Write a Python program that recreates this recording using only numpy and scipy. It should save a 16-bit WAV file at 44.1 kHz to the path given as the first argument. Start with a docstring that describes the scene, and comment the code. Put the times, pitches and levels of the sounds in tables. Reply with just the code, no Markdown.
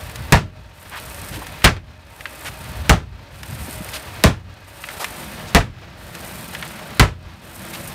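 """Outdoors, a light wind blows, a far machine hums and shoes tap on boards. At 0.3 s a sledgehammer
hits a wooden window in a free-standing wall: the wall booms, the timber cracks, the sashes rattle.
The blow overloads the microphone, so its gain control briefly turns everything down, even wind and hum.
Clothes rustle and shoes tap and scuff between swings, and five more blows land about 1.3 s apart.
Just before the fifth, deeper tones join the hum. The last lands at 7 s; a rustle and a scuff follow."""
import sys
import numpy as np
from scipy import signal
from scipy.fft import rfft, irfft
from scipy.io import wavfile
from scipy.ndimage import minimum_filter1d

SR = 44100
rng = np.random.default_rng(int(sys.argv[2]) if len(sys.argv) > 2 else 0)


def inscribe(sig):
    """Save sig as 16-bit PCM at rate SR to the path in sys.argv[1].

    A 1-D sig is mono; a 2-D sig holds one channel per row.
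    Samples are clipped to [-1, 1] before scaling.
    """
    pcm = np.round(np.clip(np.atleast_2d(sig).T, -1, 1) * 32767)
    wavfile.write(sys.argv[1], SR, pcm.astype(np.int16))


N = 350154
TIME = np.arange(N) / SR
RING_TIME = np.arange(int(.6 * SR)) / SR  # seconds since a hit

# Levels set the balance between sounds. A t60 is the time a sound takes to fade by 60 dB.
# strength of the wind on the microphone: t/s, level/dB
WIND_LEVEL = [(0, -32.5), (.3, -32.5), (.95, -41.5), (1.42, -30), (1.65, -40), (2.28, -54), (2.55, -32),
              (2.82, -26.5), (3.1, -36.5), (3.55, -31), (3.85, -33), (4.0, -43), (4.2, -31.5), (4.7, -53),
              (5.4, -39.5), (6.1, -33.5), (6.5, -45.5), (7.9, -40.5)]
# tone of the low rumble of wind and wall: f/Hz, level/dB
RUMBLE_TONE = [(20, -20.5), (35, -7), (55, 5), (85, 4), (130, -1.5), (200, -9), (320, -19.5), (800, -83)]
# slow drift of the soft outdoor noise: t/s, level/dB
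OUTDOOR_LEVEL = [(0, -37), (.7, -40), (1.4, -37), (2.0, -40.5), (2.35, -40), (2.7, -37), (4.6, -37),
                 (5.3, -36), (5.9, -34.5), (6.3, -37), (7.9, -37)]
# tone of that outdoor noise: f/Hz, level/dB
OUTDOOR_TONE = [(40, -5), (100, 4), (200, 2), (420, 1), (630, 3.5), (760, 2.5), (950, 1.5), (1700, 1.5),
                (2600, -2.5), (4200, -6), (6000, -13.5), (9000, -18.5), (16000, -19)]
# tones of the far machine: start/s, f/Hz, width/Hz, level/dB
HUM_TONES = [(0, 623, 14, -51.5), (0, 565, 13, -56), (0, 920, 30, -53.5), (0, 2543, 100, -54.5),
             (5.2, 163.7, 84, -43), (5.2, 213.5, 66, -46), (5.2, 336.5, 18, -52.5)]
# swells of rustling, likely clothes: peak time/s, level/dB
RUSTLES = [(-.15, -47), (1.14, -43), (2.42, -47), (3.66, -41.5), (4.98, -41.5), (6.36, -42), (7.72, -42)]
# tone of the rustle: f/Hz, level/dB
RUSTLE_TONE = [(1500, -34), (4500, -3.5), (7000, -3), (8800, 5), (10400, -1), (12500, 2), (15200, -3.5),
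               (15700, -25), (17000, -58.5)]
# shoes knocking on the boards: t/s, level/dB, added grit/dB
TAPS = [(.0958, -30.5, 5), (.1573, -34.5, 14), (1.4676, -38, 15.5), (1.62, -21.5, -15), (2.208, -19.5, -6),
        (2.2559, -9, -29), (3.4318, -22.5, 6), (3.889, -26, 1), (4.839, -15.5, -20), (4.8873, -17.5, -6),
        (5.043, -13, -0.5), (6.151, -32, 13), (6.5488, -16, -12), (6.6255, -15.5, -21)]
# heels landing with the body's weight: t/s, level/dB, f/Hz
HEELS = [(1.37, -26.5, 271), (1.4174, -25, 860), (3.68, -27, 210), (3.805, -21, 150)]
# soles scuffing over gritty boards: t/s, length/s, level/dB, f/Hz, added grit/dB
SCUFFS = [(.897, 0.11, -31.5, 1310, -20), (0.957, 0.048, -36.5, 2460, -13), (1.309, 0.079, -48.5, 2500, 12),
          (1.632, 0.03, -29, 2930, -10), (2.441, 0.062, -37, 1740, 5), (3.92, 0.069, -42, 3250, 12),
          (4.987, 0.063, -32.5, 815, 3.5), (5.458, 0.062, -42, 4600, -15),
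          (7.725, 0.044, -43.5, 2460, 10.5)]
# tone of grit under a shoe: f/Hz, level/dB
GRIT_TONE = [(300, -5.5), (1200, 3.5), (2500, 2.5), (4500, 0), (7000, -4), (12000, -4), (16000, -19)]
# natural notes of wall and frame, before each blow varies them: f/Hz, level/dB, base t60/s
WALL_NOTES = [(55.3, 6.5, 0.2), (73, -4.5, 0.29), (92.4, -3, 0.48), (121.8, -2.5, 0.4), (158.5, 0, 0.24),
              (189.1, -1, 0.21), (237, -13.5, 0.2), (405.5, -20.5, 0.2), (451, -8, 0.15),
              (634.3, -9.5, 0.25), (710, -7, 0.16), (822, -8, 0.18), (919, -18.5, 0.26),
              (1042.5, -10.5, 0.24), (1197, -21, 0.22), (1382, -15, 0.29), (1700, -24, 0.078),
              (1794, -15, 0.25), (1928, -9.5, 0.12), (2415, -15, 0.16), (2817, -20.5, .17),
              (3860, -38.5, 0.074)]
# tone of the rattling sashes (the frames holding the glass) and panes: f/Hz, level/dB
RATTLE_TONE = [(60, 10), (150, 4.5), (300, 2), (650, -1), (1200, -0.5), (2000, -6.5), (3000, -9),
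               (4500, -13), (8000, -17), (15000, -30.5)]
# how long the rattle lasts, with the yard's echo: f/Hz, base t60/s
RATTLE_DECAY = [(80, 0.58), (300, 0.34), (1000, 0.27), (2500, 0.32), (6000, 0.27), (14000, 0.28)]
# loose timber clacking back against the frame: t/s, level/dB
CLACKS = [(.372, -12), (.383, -20), (1.683, -25), (1.766, -18), (2.936, -23), (4.291, -14), (5.605, -11),
          (7.053, -20), (7.084, -23)]
# tone of timber splitting under steel: f/Hz, level/dB
CRACK_TONE = [(100, 17), (400, 9), (900, 5), (1900, 7.5), (3000, 0), (5000, -7), (9000, -20),
              (16000, -42.5)]
# hammer blows: t/s, boom/dB, crack/dB, rattle/dB, wall pitch factor, crack brightness/(dB per octave),
# lower timber note/Hz, upper timber note/Hz, timber level/dB
BLOWS = [(0.3229, -3.5, 1.5, 0.46, 0.97, -1.3, 957, 1780, -1.5),
         (1.6426, -5.5, 10, -0.62, 0.97, 1.6, 1650, 1890, -0.5),
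         (2.8945, -4.5, -1.5, -0.5, 0.98, -0.79, 805, 1240, -5),
         (4.238, -4, -8, 0.55, 0.99, -2.4, 500, 620, -6),
         (5.5478, -4.5, 0.5, 0.22, 0.95, -1.1, 680, 1870, -4),
         (6.996, -2, -2, 0.26, 0.94, 0.2, 1100, 2070, -3.5)]


def amp(db):
    """Turns decibels into a number to multiply by."""
    return 10 ** (np.asarray(db) / 20)


def unit(x):
    """Scales a sound to an average strength (rms) of 1."""
    return x / np.sqrt(np.mean(x ** 2) + 1e-20)


def look_up(points, hz):
    """Reads a table between its rows, with octaves evenly spaced."""
    f, value = np.transpose(points)
    return np.interp(np.log(hz + 1), np.log(f + 1), value)


def colour(x, tone):
    """Shapes a sound's bass and treble with a tone table, at strength 1."""
    gain = amp(look_up(tone, np.fft.rfftfreq(len(x), 1 / SR)))
    return unit(irfft(rfft(x) * gain, len(x)))


def wander(count, hz):
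    """Smooth random motion, up to about hz wiggles a second."""
    f = np.fft.rfftfreq(count, 1 / SR)
    return unit(irfft(rfft(rng.standard_normal(count)) / (1 + (f / hz) ** 4), count))


def grainy(count, clump_db, clump_hz):
    """Noise that comes in clumps."""
    return unit(rng.standard_normal(count) * amp(clump_db * wander(count, clump_hz)))


def fade(t60):
    """Dies away from 1, losing 60 dB every t60 seconds."""
    return np.exp(-np.log(1000) * RING_TIME / t60)


def resonate(x, hz, q):
    """Brings out one pitch; a higher q rings longer."""
    return signal.lfilter(*signal.iirpeak(hz, q, SR), x)


def highpass(x, edge_hz, order):
    """Cuts the bass below an edge."""
    return signal.sosfilt(signal.butter(order, edge_hz, "high", fs=SR, output="sos"), x)


def add(mix, s, sound):
    """Mixes a sound in, starting at s seconds."""
    part = mix[round(s * SR):][:len(sound)]
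    part += sound[:len(part)]


def machine_hum(fade_in_s=0.078):
    """A far machine hums in faint, wavering tones; the lower ones join later."""
    out = np.zeros(N)
    for s, hz, width, db in HUM_TONES:
        fade_in = np.clip((TIME - s) / fade_in_s + 1, 0, 1)
        waver = wander(N, width / 2) + 1j * wander(N, width / 2)  # varies both loudness and pitch
        out += amp(db) * fade_in * unit((waver * np.exp(2j * np.pi * hz * TIME)).real)
    return out


def yard_echoes(x, echo_db=-10, count=14):
    """Quick echoes off walls and ground boost some pitches and weaken others."""
    delays_s = rng.uniform(0.00295, 0.045, count)
    echoes = sum(rng.choice([-1, 1]) * np.roll(x, int(s * SR)) for s in delays_s)
    return unit(x + amp(echo_db) * unit(echoes))


def wind(rumble_db=-1):
    """Gusts buffet the microphone over soft outdoor noise."""
    gusts = amp(np.interp(TIME, *np.transpose(WIND_LEVEL)))
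    drift = amp(np.interp(TIME, *np.transpose(OUTDOOR_LEVEL)))
    rumble = colour(grainy(N, clump_db=3.0, clump_hz=11.6), RUMBLE_TONE)
    outdoors = colour(grainy(N, clump_db=1.36, clump_hz=39.7), OUTDOOR_TONE)
    return amp(rumble_db) * gusts * rumble + drift * yard_echoes(outdoors)


def crackle(per_s=45, size_db=3.0, t60=0.0042):
    """Scattered tiny ticks, a few of them larger."""
    clicks = (rng.random(N) < per_s / SR) * amp(size_db * np.minimum(rng.exponential(1, N), 4))
    ticks = signal.oaconvolve(clicks, fade(t60))[:N]
    return colour(ticks * rng.standard_normal(N), RUSTLE_TONE)


def rustle(still_db=-54, rise_s=0.39, fall_s=0.43, crackle_db=-6):
    """A fine, crackly hiss swells as the hammer is drawn back and sinks before it lands."""
    level = amp(still_db)
    for s, db in RUSTLES:
        width = np.where(TIME < s, rise_s, fall_s)
        level = np.hypot(level, amp(db) * np.exp(-((TIME - s) / width) ** 2))
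    hiss = colour(grainy(N, clump_db=3.0, clump_hz=70.3), RUSTLE_TONE)
    return level * (hiss + amp(crackle_db) * crackle())


def board(hz, t60, q=1.17, echo_db=-20, echo_t60=0.24):
    """A floor board rings briefly and echoes off the wall."""
    knock = rng.standard_normal(len(RING_TIME)) * (fade(t60) + amp(echo_db) * fade(echo_t60))
    ring = resonate(resonate(knock, hz, q), hz, q)
    return ring / abs(ring).max()


def shoes(tap_hz=1870, tap_t60=0.032, heel_t60=0.084, scuff_q=0.74):
    """Taps and heels make the boards ring; sliding soles rub over grit."""
    out = np.zeros(N)
    for s, db, grit_db in TAPS:
        grit = colour(rng.standard_normal(len(RING_TIME)), GRIT_TONE) * fade(tap_t60)
        add(out, s, amp(db) * (board(tap_hz, tap_t60) + amp(grit_db) * grit / abs(grit).max()))
    for s, db, hz in HEELS:
        add(out, s, amp(db) * board(hz, heel_t60))
    for s, length, db, hz, grit_db in SCUFFS:
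        slips = grainy(int(length * SR), clump_db=1.0, clump_hz=300)
        rub = unit(resonate(resonate(slips, hz, scuff_q), hz, scuff_q))
        rub += amp(grit_db) * colour(slips, GRIT_TONE)
        add(out, s, amp(db) * rub * signal.windows.tukey(len(rub), .7))
    return out


def shudder(level_db=-22, rise_s=0.04, t60=1.5):
    """A low rumble lingers in the wall and yard after each blow."""
    level = np.zeros(N)
    for s, *_ in BLOWS:
        age = np.maximum(TIME - s, 0)
        level += (1 - np.exp(-age / rise_s)) * np.exp(-np.log(1000) * age / t60)
    return amp(level_db) * level * colour(rng.standard_normal(N), RUMBLE_TONE)


def rattle(decay_scale=0.85, rise_s=0.007):
    """Sashes and panes chatter in the frame; the bass lasts longest."""
    chatter = colour(grainy(len(RING_TIME), clump_db=-0.5, clump_hz=220), RATTLE_TONE)
    hz, t, bands = signal.stft(chatter, SR, nperseg=256)  # split by pitch to fade each band on its own
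    t60 = decay_scale * look_up(RATTLE_DECAY, hz)[:, None]
    _, faded = signal.istft(bands * np.exp(-np.log(1000) * t / t60), SR, nperseg=256)
    return faded[:len(RING_TIME)] * (1 - np.exp(-RING_TIME / rise_s))


def boom(pitch, decay_scale=0.95, spread_db=2.0, detune=0.007, rise_s=0.0053):
    """The heavy wall takes a moment to move, then rings; each spot struck mixes its notes differently."""
    swing = np.zeros(len(RING_TIME))
    for k, (hz, db, t60) in enumerate(WALL_NOTES):
        level_nudge, pitch_nudge = rng.standard_normal(2)
        note = np.sin(2 * np.pi * hz * pitch * (1 + detune * pitch_nudge) * RING_TIME)
        swing += (-1) ** k * amp(db + spread_db * level_nudge) * fade(t60 * decay_scale) * note
    return swing * (1 - np.exp(-(RING_TIME / rise_s) ** 2))


def crack(tilt_db, t60=0.031, splinter_db=-14, splinter_t60=0.17):
    """Wood fibres crush in a dense burst, then go on splintering briefly."""
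    tone = [(hz, db + tilt_db * np.log2(hz / 1500)) for hz, db in CRACK_TONE]
    burst = colour(grainy(len(RING_TIME), clump_db=2, clump_hz=507), tone)
    return burst * (fade(t60) + amp(splinter_db) * fade(splinter_t60))


def snap(t60=0.0082, edge_hz=2500):
    """Steel slaps the face of the wood, short and bright."""
    tone = [(edge_hz / 6, -20), (edge_hz, 0), (9000, -11), (15000, -23), (19000, -45)]
    return colour(rng.standard_normal(len(RING_TIME)), tone) * fade(t60)


def hammer(boom_boost_db=5, crack_boost_db=11, rattle_boost_db=2, snap_db=14, timber_t60=0.21):
    """Each blow booms, snaps, cracks, rattles and rings the timber; then loose wood clacks back."""
    out = np.zeros(N)
    for s, boom_db, crack_db, rattle_db, pitch, tilt_db, lower_hz, upper_hz, timber_db in BLOWS:
        chatter = rattle()
        shake = chatter * fade(timber_t60)
        notes = sum(unit(resonate(shake, hz, q=7.4)) for hz in (lower_hz, upper_hz))
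        timber = chatter.std() * unit(notes)
        add(out, s, amp(boom_boost_db + boom_db) * boom(pitch))
        add(out, s, amp(crack_boost_db + crack_db) * crack(tilt_db) + amp(snap_db) * snap())
        add(out, s, amp(rattle_boost_db + rattle_db) * chatter + amp(timber_db) * timber)
    for s, db in CLACKS:
        add(out, s, amp(db) * crack(tilt_db=0, t60=0.079))
    return out


def scene():
    """Everything that reaches the microphone, in one channel."""
    return (hammer() + shudder() + shoes() + rustle() + wind() + machine_hum())[None]


def turn_down(over_db, depth_db, hold_s, recover_db_per_s, attack_s):
    """Gain control: the volume falls on an overload, waits, and climbs back."""
    size = int(hold_s * SR)
    wanted_db = np.clip(over_db, 0, depth_db)
    held_db = -minimum_filter1d(-wanted_db, size, origin=(size - 1) // 2, mode="constant")
    climb_db = TIME * recover_db_per_s
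    cut_db = np.maximum.accumulate(held_db + climb_db) - climb_db
    lag = np.exp(-1 / (attack_s * SR))
    eased_db = signal.lfilter([1 - lag], [1, -lag], cut_db)
    return amp(-np.minimum(cut_db, eased_db))


def record(dry, threshold_db=-11, treble_hz=7200, ceiling=0.59, cutoff_hz=15700):
    """Loud blows turn down the treble, then the whole sound (one long dip, one short); peaks still clip."""
    x = highpass(dry[0], edge_hz=42, order=3)
    power = signal.lfilter([1 / 200], [1, 1 / 200 - 1], x ** 2)  # averaged over about 200 samples
    over_db = 10 * np.log10(power + 1e-12) - threshold_db
    hz = np.fft.rfftfreq(N, 1 / SR)
    treble = irfft(rfft(x) / (1 + (treble_hz / (hz + 1)) ** 10), N)
    treble_gain = turn_down(over_db, depth_db=9, hold_s=0.35, recover_db_per_s=1200, attack_s=0.17)
    x = x - treble + treble * treble_gain
    x *= turn_down(over_db, depth_db=8.5, hold_s=0.35, recover_db_per_s=28.5, attack_s=0.037)
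    x *= turn_down(over_db, depth_db=6.0, hold_s=0.13, recover_db_per_s=115, attack_s=0.023)
    x = x / (1 + (x / ceiling) ** 8) ** (1 / 8)  # flattens the tallest peaks
    lowpass = signal.firwin(301, cutoff_hz, window=("kaiser", 9), fs=SR)
    return signal.oaconvolve(highpass(x, edge_hz=12, order=1), lowpass, "same")[None]


dry = scene()
out = record(dry)
inscribe(out)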